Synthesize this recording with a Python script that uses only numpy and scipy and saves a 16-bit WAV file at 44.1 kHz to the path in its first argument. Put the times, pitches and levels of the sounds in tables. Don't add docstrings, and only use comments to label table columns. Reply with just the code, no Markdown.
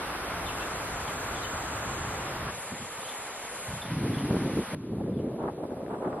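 import sys
import numpy as np
from scipy import signal
from scipy.fft import rfft, irfft
from scipy.io import wavfile
from scipy.ndimage import uniform_filter1d

SR = 44100
rng = np.random.default_rng(int(sys.argv[2]) if len(sys.argv) > 2 else 0)


def level_to_linear(level):
    exponent = np.asarray(level, float) / 20
    return 10 ** exponent


def pcm_store(signal):
    levels = np.round(np.clip(np.atleast_2d(signal), -1, 1) * 32767)
    wavfile.write(sys.argv[1], SR, levels.astype(np.int16).T)


N = 273420

CUTS = [0, 2.508, 4.749, 6.3]
FRAMES = N // 128 + 5
HZ = np.fft.rfftfreq(512, 1 / SR)


def evened(x):
    return x / np.sqrt(np.mean(x ** 2) + 1e-20)


def read(points, hz):
    f, value = np.transpose(points)
    return np.interp(np.log(hz + 1), np.log(f + 1), value)


def add(mix, s, sound):
    part = mix[..., round(s * SR):][..., :sound.shape[-1]]
    part += sound[..., :part.shape[-1]]


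def view_gate(k, fade_s=0.0002):
    t = np.arange(N) / SR
    opening = np.clip((t - CUTS[k]) / fade_s + 0.5 + (k == 0), 0, 1)
    closing = np.clip((CUTS[k + 1] - t) / fade_s + 0.5, 0, 1)
    return opening * closing


def coloured(x, points):
    gain = level_to_linear(read(points, np.fft.rfftfreq(len(x), 1 / SR)))
    return irfft(rfft(x) * gain, len(x))


def noise(field_db):
    a, b = rng.standard_normal((FRAMES, len(HZ), 2)).T
    spectra = (a + 1j * b) * level_to_linear(field_db)
    return signal.istft(spectra, nperseg=512, noverlap=384)[1][:N]


def grove(x, t60, direct):
    t = np.arange(SR // 4) / SR
    signs = rng.choice([-1., 1.], (2, len(t)))
    sparse = rng.random((2, len(t))) < 0.05
    tail = signs * sparse * level_to_linear(-60 * t / t60)
    tail /= np.linalg.norm(tail, axis=1)[:, None]
    tail[:, 0] = direct
    return signal.fftconvolve(x, tail, axes=1)[:, :N]


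def swells(t, rows, rise, fall):
    start, hold, db = np.transpose(rows)[:3, :, None]
    return db - rise * np.maximum(start - t, 0) - fall * np.maximum(t - start - hold, 0)


def leaves(patchy_db=0.54, flicker_db=0.2):
    # (frequency [Hz], density [dB])
    sum_spectra = [
        [(18, -31), (30, -5), (69, -0.5), (130, -6.5), (206, -5), (407, -4.5), (643, -4), (807, -3.5),
         (1340, -3.5), (3170, -17.5), (5970, -31.5), (6950, -35.5), (11500, -25.5), (12800, -27.5),
         (16600, -63), (22000, -120)],
        [(18, -64), (30, -11), (324, -6), (499, 1), (581, -0.5), (893, 0.5), (2220, -5), (6120, -25),
         (7130, -33.5), (8510, -26), (10700, -17), (11500, -23), (12800, -94), (16600, -94), (22000, -120)],
        [(530, -38.5), (900, -9.5), (3640, -28), (5310, -37), (6140, -38.5), (8010, -60), (9150, -35),
         (10800, -31.5), (12800, -41.5), (16600, -84), (22000, -120)],
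    ]
    # (frequency [Hz], density [dB])
    difference_spectra = [
        [(59, -48), (100, -32), (176, -12.5), (1030, 4), (2470, -0.5), (2730, -1), (4270, -2), (6150, -5),
         (8000, -21.5), (11300, -3.5), (12800, -12), (16600, -44), (22000, -120)],
        [(530, -68), (900, -29), (1050, -67), (1280, -47), (1550, -22.5), (1960, -15), (2310, -15), (3370, -7),
         (8190, -17), (10600, -6), (12800, -24.5), (16600, -45), (22000, -120)],
        [(1290, -35), (2200, -2), (2610, -10), (3270, 0), (6880, -8), (7910, -11), (8900, -14.5), (11000, 0.5),
         (12800, -13), (16600, -38), (22000, -120)],
    ]
    # (time [s], level [dB])
    breeze = [
        [(0.0, 1.34), (2.51, 0.5)],
        [(2.51, -0.04), (4.75, 0.3)],
        [(4.749, -5), (6.2, -6.5)],
    ]
    sum_db, difference_db = [-36, -40.5, -51], [-44, -47, -57]
    t = np.arange(N) / SR
    patches = rng.standard_normal((FRAMES, len(HZ))).T
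    patches = uniform_filter1d(patches, size=7, axis=0)
    patches = evened(uniform_filter1d(patches, size=24, axis=1))
    flicker = evened(uniform_filter1d(rng.standard_normal(FRAMES), size=20))
    field_db = patchy_db * patches + flicker_db * flicker
    common, apart = noise(field_db), noise(field_db)
    out = np.zeros((2, N))
    for k in range(3):
        gain = view_gate(k) * level_to_linear(np.interp(t, *np.transpose(breeze[k])))
        out[0] += gain * level_to_linear(sum_db[k]) * evened(coloured(common, sum_spectra[k]))
        out[1] += gain * level_to_linear(difference_db[k]) * evened(coloured(apart, difference_spectra[k]))
    return out


def airflow(t):
    # (time [s], level [dB], eddy pitch [Hz], share of small eddies [dB])
    steady = [
        [(0, -72, 70, -37), (0.9, -50, 70, -37), (1.7, -44.5, 70, -41), (2.45, -50.5, 70, -41)],
        [(2.56, -46, 89, -28), (2.7, -68, 226, -32), (2.9, -60, 120, -30), (3.05, -72, 190, -30),
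         (3.64, -72.5, 144, -40), (3.9, -37, 177, -52), (4.3, -31.5, 224, -34), (4.62, -30, 220, -35),
         (4.65, -50.5, 169, -39)],
        [(4.75, -39, 198, -37), (5.1, -30, 230, -36.5), (5.4, -34, 270, -27.5), (5.55, -37.5, 316, -37),
         (6.2, -31, 338, -16.5)],
    ]
    # (start [s], hold [s], level [dB], share of small eddies [dB])
    light_gusts = [(0.09, .02, -57, -38), (0.49, .03, -46, -35), (0.815, 0.017, -46.5, -44),
                   (1.022, 0.037, -47.5, -42), (1.45, .17, -53.5, -44), (1.743, 0.54, -43.5, -29),
                   (2.44, 0.021, -37, -37)]
    # (start [s], hold [s], level [dB], share of small eddies [dB])
    hard_gusts = [(2.725, 0.013, -36.5, -46), (2.8, 0.043, -42, -41), (2.98, 0.016, -50, -40),
                  (3.685, 0.086, -38.5, -60.5), (3.915, 0.12, -32, -41), (4.03, 0.1, -28.5, -34),
                  (4.23, 0.023, -28.5, -50), (4.312, 0.041, -25.5, -29), (4.42, 0.056, -29, -36),
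                  (4.574, 0.019, -24, -30), (4.729, 0.015, -31, -21), (4.87, .02, -39, -40),
                  (4.925, 0.0085, -29, -27), (5.0, 0.013, -30.5, -6), (5.075, 0.018, -30.5, -15.5),
                  (5.16, 0.051, -32, -30), (5.386, .05, -31.5, -8.5), (5.444, 0.052, -29, -10),
                  (5.585, 0.023, -34.5, -23), (5.63, 0.022, -31, -25), (5.25, 0.037, -29.5, -34.5),
                  (5.718, 0.0067, -31.5, -28), (5.81, 0.014, -34, -28), (5.91, 0.039, -32.5, -4),
                  (6.025, .025, -30, -13), (6.06, 0.025, -27, -15)]
    s, db, hz, small_db = np.transpose(sum(steady, []))
    light = swells(t, light_gusts, rise=120, fall=250)
    hard = swells(t, hard_gusts, rise=820, fall=620)
    power = level_to_linear(2 * np.vstack([np.interp(t, s, db), light, hard]))
    gust_shares = np.transpose(light_gusts + hard_gusts)[-1][:, None] + 0 * t
    shares = np.vstack([np.interp(t, s, small_db), gust_shares])
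    total = power.sum(0)
    return np.sqrt(total), np.interp(t, s, hz), (power * shares).sum(0) / total


def gusts(rise_db=11, top_db=4, fall_db=22, lumps_db=1.5, bright_lumps_db=1.41):
    frame_t = np.arange(FRAMES) * 128 / SR
    level, hz, small_db = airflow(frame_t)
    reach = 2.5 + small_db / fall_db
    octaves = np.log2((HZ[:, None] + 12) / hz)
    field = -10 * np.log10(level_to_linear(-2 * rise_db * octaves) + level_to_linear(2 * top_db * octaves))
    field -= 10 * np.log10(1 + level_to_linear(2 * fall_db * (octaves - reach)))
    field -= 10 * np.log10(np.mean(level_to_linear(2 * field), axis=0))
    puffs = evened(uniform_filter1d(rng.standard_normal(FRAMES), size=4))
    field += bright_lumps_db * puffs * np.clip(np.log2((HZ[:, None] + 1) / 250), 0, 3)
    slow = evened(signal.lfilter(*signal.butter(2, 45, fs=SR), rng.standard_normal(N)))
    lumps = level_to_linear(2 * lumps_db * np.tanh(0.5 * slow))
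    shared = evened(noise(field) * lumps)
    own = evened(noise(field) * lumps)
    pair = np.array([shared, own])
    pair /= np.sqrt(uniform_filter1d(pair ** 2, size=2600, axis=1) + 1e-9)
    return np.interp(np.arange(N) / SR, frame_t, level) * pair


def slaps(per_s=45, over_db=3, spread_db=4, swing_hz=620, damping=1.9):
    t = np.arange(0, N, 128) / SR
    level, _, small_db = airflow(t)
    luck, size = rng.random((N, 2)).T
    strength = level_to_linear(over_db + spread_db * np.cos(40 * size))
    hits = (luck < per_s / SR) * np.sign(size - 0.5) * strength
    hits *= np.interp(np.arange(N) / SR, t, level * level_to_linear(0.38 * (small_db + 10)))
    cycles = np.arange(300) / SR * swing_hz
    swing = np.sin(2 * np.pi * cycles) * np.exp(-damping * cycles)
    return signal.oaconvolve(hits, swing)[:N] * 2


def cicada(rate_hz, drum_hz, width_hz, db, drift=0.08, jitter=0.013, uneven_db=3):
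    period = SR / rate_hz
    at = np.arange(0, N, period)
    wander, shake, size = rng.standard_normal((len(at), 3)).T
    wander = evened(signal.lfilter([1], [1, -1.8, 0.81], wander))
    at = at + period * (drift * wander + jitter * shake)
    clicks = np.zeros(2 * N)
    clicks[np.clip(2 * at, 0, 2 * N - 1).astype(int)] = level_to_linear(uneven_db * size)
    hz = np.fft.rfftfreq(N, 1 / SR)
    drum = np.exp(-0.5 * ((hz - drum_hz) / (width_hz / 2)) ** 2)
    return level_to_linear(db) * evened(irfft(rfft(clicks)[:len(hz)] * drum, N))


def cicadas(high_db=-3, low_db=-2, mid_db=-9):
    # (click rate [Hz], drum resonance [Hz], drum width [Hz], level [dB])
    high_singers = [
        [(439, 9600, 2500, -2.8)],
        [(546, 10840, 1300, -4), (409.6, 9500, 1500, -4.5)],
        [(530, 9900, 3050, 1.5)],
    ]
    # (click rate [Hz], drum resonance [Hz], drum width [Hz], level [dB])
    low_singers = [
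        [(676, 7120, 1730, -0.25), (647, 8500, 1200, -4.5)],
        [(732, 7100, 2000, -1.5), (354.6, 7350, 1000, -2.5)],
        [(704, 7900, 1400, 3.2)],
    ]
    # (start [s], hold [s], level [dB])
    high_song = [
        [(0, 1.23, -45), (2.3, .3, -47.5)],
        [(2.59, 0.036, -41.5), (2.98, 0.2, -41.5), (3.52, 0.2, -41), (4.06, 0.21, -44.5), (4.56, 0.18, -44.5)],
        [(4.97, 1.06, -63)],
    ]
    # (start [s], hold [s], level [dB])
    low_song = [
        [(1.5, 0.65, -45.5)],
        [(2.5, 1.265, -48), (4.6, 0.022, -59.5)],
        [(5.95, .3, -71)],
    ]
    high_floor_db = [-52, -47, -73]
    low_rise, low_fall = [3.8, 30, 32], [45, 170, 100]
    t, out = np.arange(N) / SR, np.zeros((2, N))
    for k in range(3):
        high = swells(t, high_song[k], rise=39, fall=45).max(0)
        high = np.maximum(high, high_floor_db[k])
        low = swells(t, low_song[k], low_rise[k], low_fall[k]).max(0)
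        low -= 90 * np.maximum(0.48 - t, 0)
        song = level_to_linear(high + high_db) * sum(cicada(*singer) for singer in high_singers[k])
        song += level_to_linear(low + low_db) * sum(cicada(*singer) for singer in low_singers[k])
        out += view_gate(k) * grove(song[None], t60=0.17, direct=0.42)
    return out * level_to_linear(np.array([[mid_db], [0]]))


def birds(rough=0.46, trill=0.046):
    # (time [s], level [dB], start pitch [Hz], end pitch [Hz], length [s])
    chirps = [(0.45, -41, 3830, 3350, 0.036), (0.473, -37, 3110, 2640, 0.037),
              (0.593, -43, 3220, 3340, 0.032), (0.6, -40.5, 2450, 2940, 0.039),
              (1.071, -39, 3380, 2850, 0.018), (1.34, -44.5, 3600, 2940, 0.055),
              (1.412, -44, 4200, 3450, 0.041), (1.438, -37.5, 3150, 3000, 0.024),
              (3.002, -48.5, 3770, 3850, 0.035), (3.035, -44, 3180, 3040, 0.04),
              (3.067, -48, 3770, 3860, .025), (3.084, -44.5, 3516, 3490, 0.023),
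              (3.108, -41.5, 3100, 2780, 0.0275), (3.808, -40.5, 3780, 3390, 0.032),
              (3.851, -46, 3380, 3020, 0.027), (4.127, -43.5, 3370, 3400, 0.033),
              (4.176, -38, 2530, 3540, 0.018), (4.19, -52.5, 3570, 3420, 0.024),
              (3.08, -43, 3180, 3120, 0.027), (5.165, -61, 3310, 3250, 0.026),
              (4.457, -51, 3680, 3500, .02), (5.129, -63.5, 3720, 3280, 0.028),
              (5.176, -56.5, 2840, 2940, .04)]
    off_centre_db = [-5, -19, -15]
    out = np.zeros((2, N))
    for s, db, from_hz, to_hz, length in chirps:
        side_db = off_centre_db[np.searchsorted(CUTS, s) - 1]
        hz = np.linspace(from_hz, to_hz, round(length * SR))
        flutter = evened(uniform_filter1d(rng.standard_normal(4000), size=20))[:len(hz)]
        wobble = evened(uniform_filter1d(rng.standard_normal(4000), size=90))[:len(hz)]
        hz *= 1 + trill * wobble
        whistle = np.sin(2 * np.pi * np.cumsum(hz) / SR)
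        note = whistle * (1 + rough * flutter) * np.hanning(len(hz))
        add(out, s, level_to_linear(db) * note * level_to_linear(np.array([[0], [side_db]])))
    return grove(out, t60=0.2, direct=0.95) * level_to_linear(-1.5)


def pops(trim_db=-2, damping=1.8, edge_hz=2600, snap=0.5):
    # (time [s], peak level [dB], swing frequency [Hz])
    eddies = [(2.721, -20, 252), (4.049, -18.5, 200), (4.17, -12, 200), (4.309, -7, 238), (4.367, -9, 215),
              (4.438, -31, 270), (4.732, -34, 210), (4.837, -27, 280), (4.919, -29, 303),
              (4.984, -18.5, 255), (5.041, -24, 364), (5.328, -33, 344), (5.402, -28, 283),
              (5.45, -25.5, 290), (5.536, -31.5, 557), (5.629, -31, 290), (5.707, -24, 400),
              (5.721, -21.5, 330), (5.77, -24, 400), (5.818, -23, 330), (5.794, -25, 258),
              (5.864, -17, 500), (5.882, -21, 420), (5.946, -24, 536), (5.926, -22.5, 307),
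              (6.032, -24, 530), (6.075, -27, 366), (6.106, -38, 549), (6.129, -14.5, 480)]
    out = np.zeros(N)
    for s, db, hz in eddies:
        cycles = np.arange(900) / SR * hz
        decay = np.exp(-damping * cycles)
        swing = np.sin(2 * np.pi * cycles) + snap * np.sin(6 * np.pi * cycles) * decay
        add(out, s, level_to_linear(db + trim_db) * swing * decay)
    return signal.lfilter(*signal.butter(2, edge_hz, fs=SR), out)


def microphone_wind():
    # (frequency [Hz], gain [dB])
    bass_cut = [(20, -19), (60, -4.5), (120, 1.5), (4000, -11.5)]
    # (frequency [Hz], gain [dB])
    port_difference = [(40, -40), (150, -47), (350, -25.5), (700, -17.5), (1300, -8.5), (3000, -11)]
    wind = gusts() + pops() + slaps()
    return np.array([coloured(wind[0], bass_cut), coloured(wind[1], port_difference)])


def scene():
    mid, side = leaves() + microphone_wind() + cicadas() + birds()
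    ending = np.clip((N - np.arange(N)) / 200, 0, 1)
    return np.array([mid + side, mid - side]) * ending


def gated(x, under_db=-11, hunger_db=-43.0, chance_db=2.5, from_hz=4300, top_hz=(12350, 12800), sway_hz=380):
    window = np.sin(np.pi * (np.arange(2048) + 0.5) / 2048)
    shift = 165
    pair = np.pad([x[0] + x[1], x[0] - x[1]], ((0, 0), (shift, 0)))
    hz, _, z = signal.stft(pair, SR, window, nperseg=2048, noverlap=1024)
    power = (abs(z[:, :1024]) ** 2).reshape(2, 64, 16, -1).mean(2)
    mask = uniform_filter1d(power.max(0), size=7, axis=0)
    mask += level_to_linear(2 * hunger_db) * uniform_filter1d(power[0].sum(0), size=9)
    luck = rng.standard_normal(power.shape[::-1]).T
    chance = evened(uniform_filter1d(luck, size=4, axis=1))
    audible = power > mask * level_to_linear(2 * (under_db + chance_db * chance))
    sway = evened(uniform_filter1d(luck[:, :1], size=3, axis=2))
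    ceiling = np.reshape(top_hz, (2, 1, 1)) + sway_hz * sway
    audible &= hz[8:1024:16, None] < ceiling
    z[:, :1024] *= np.repeat(audible, 16, axis=1) | (hz[:1024, None] < from_hz)
    mid, side = signal.istft(z, SR, window, nperseg=2048, noverlap=1024)[1][:, shift:shift + N]
    return np.array([mid + side, mid - side]) / 2


def top_cut(x):
    return signal.sosfilt(signal.butter(12, 12910, fs=SR, output="sos"), x)


def record(dry):
    mix = gated(dry)
    return top_cut(mix)


dry = scene()
out = record(dry)
pcm_store(out)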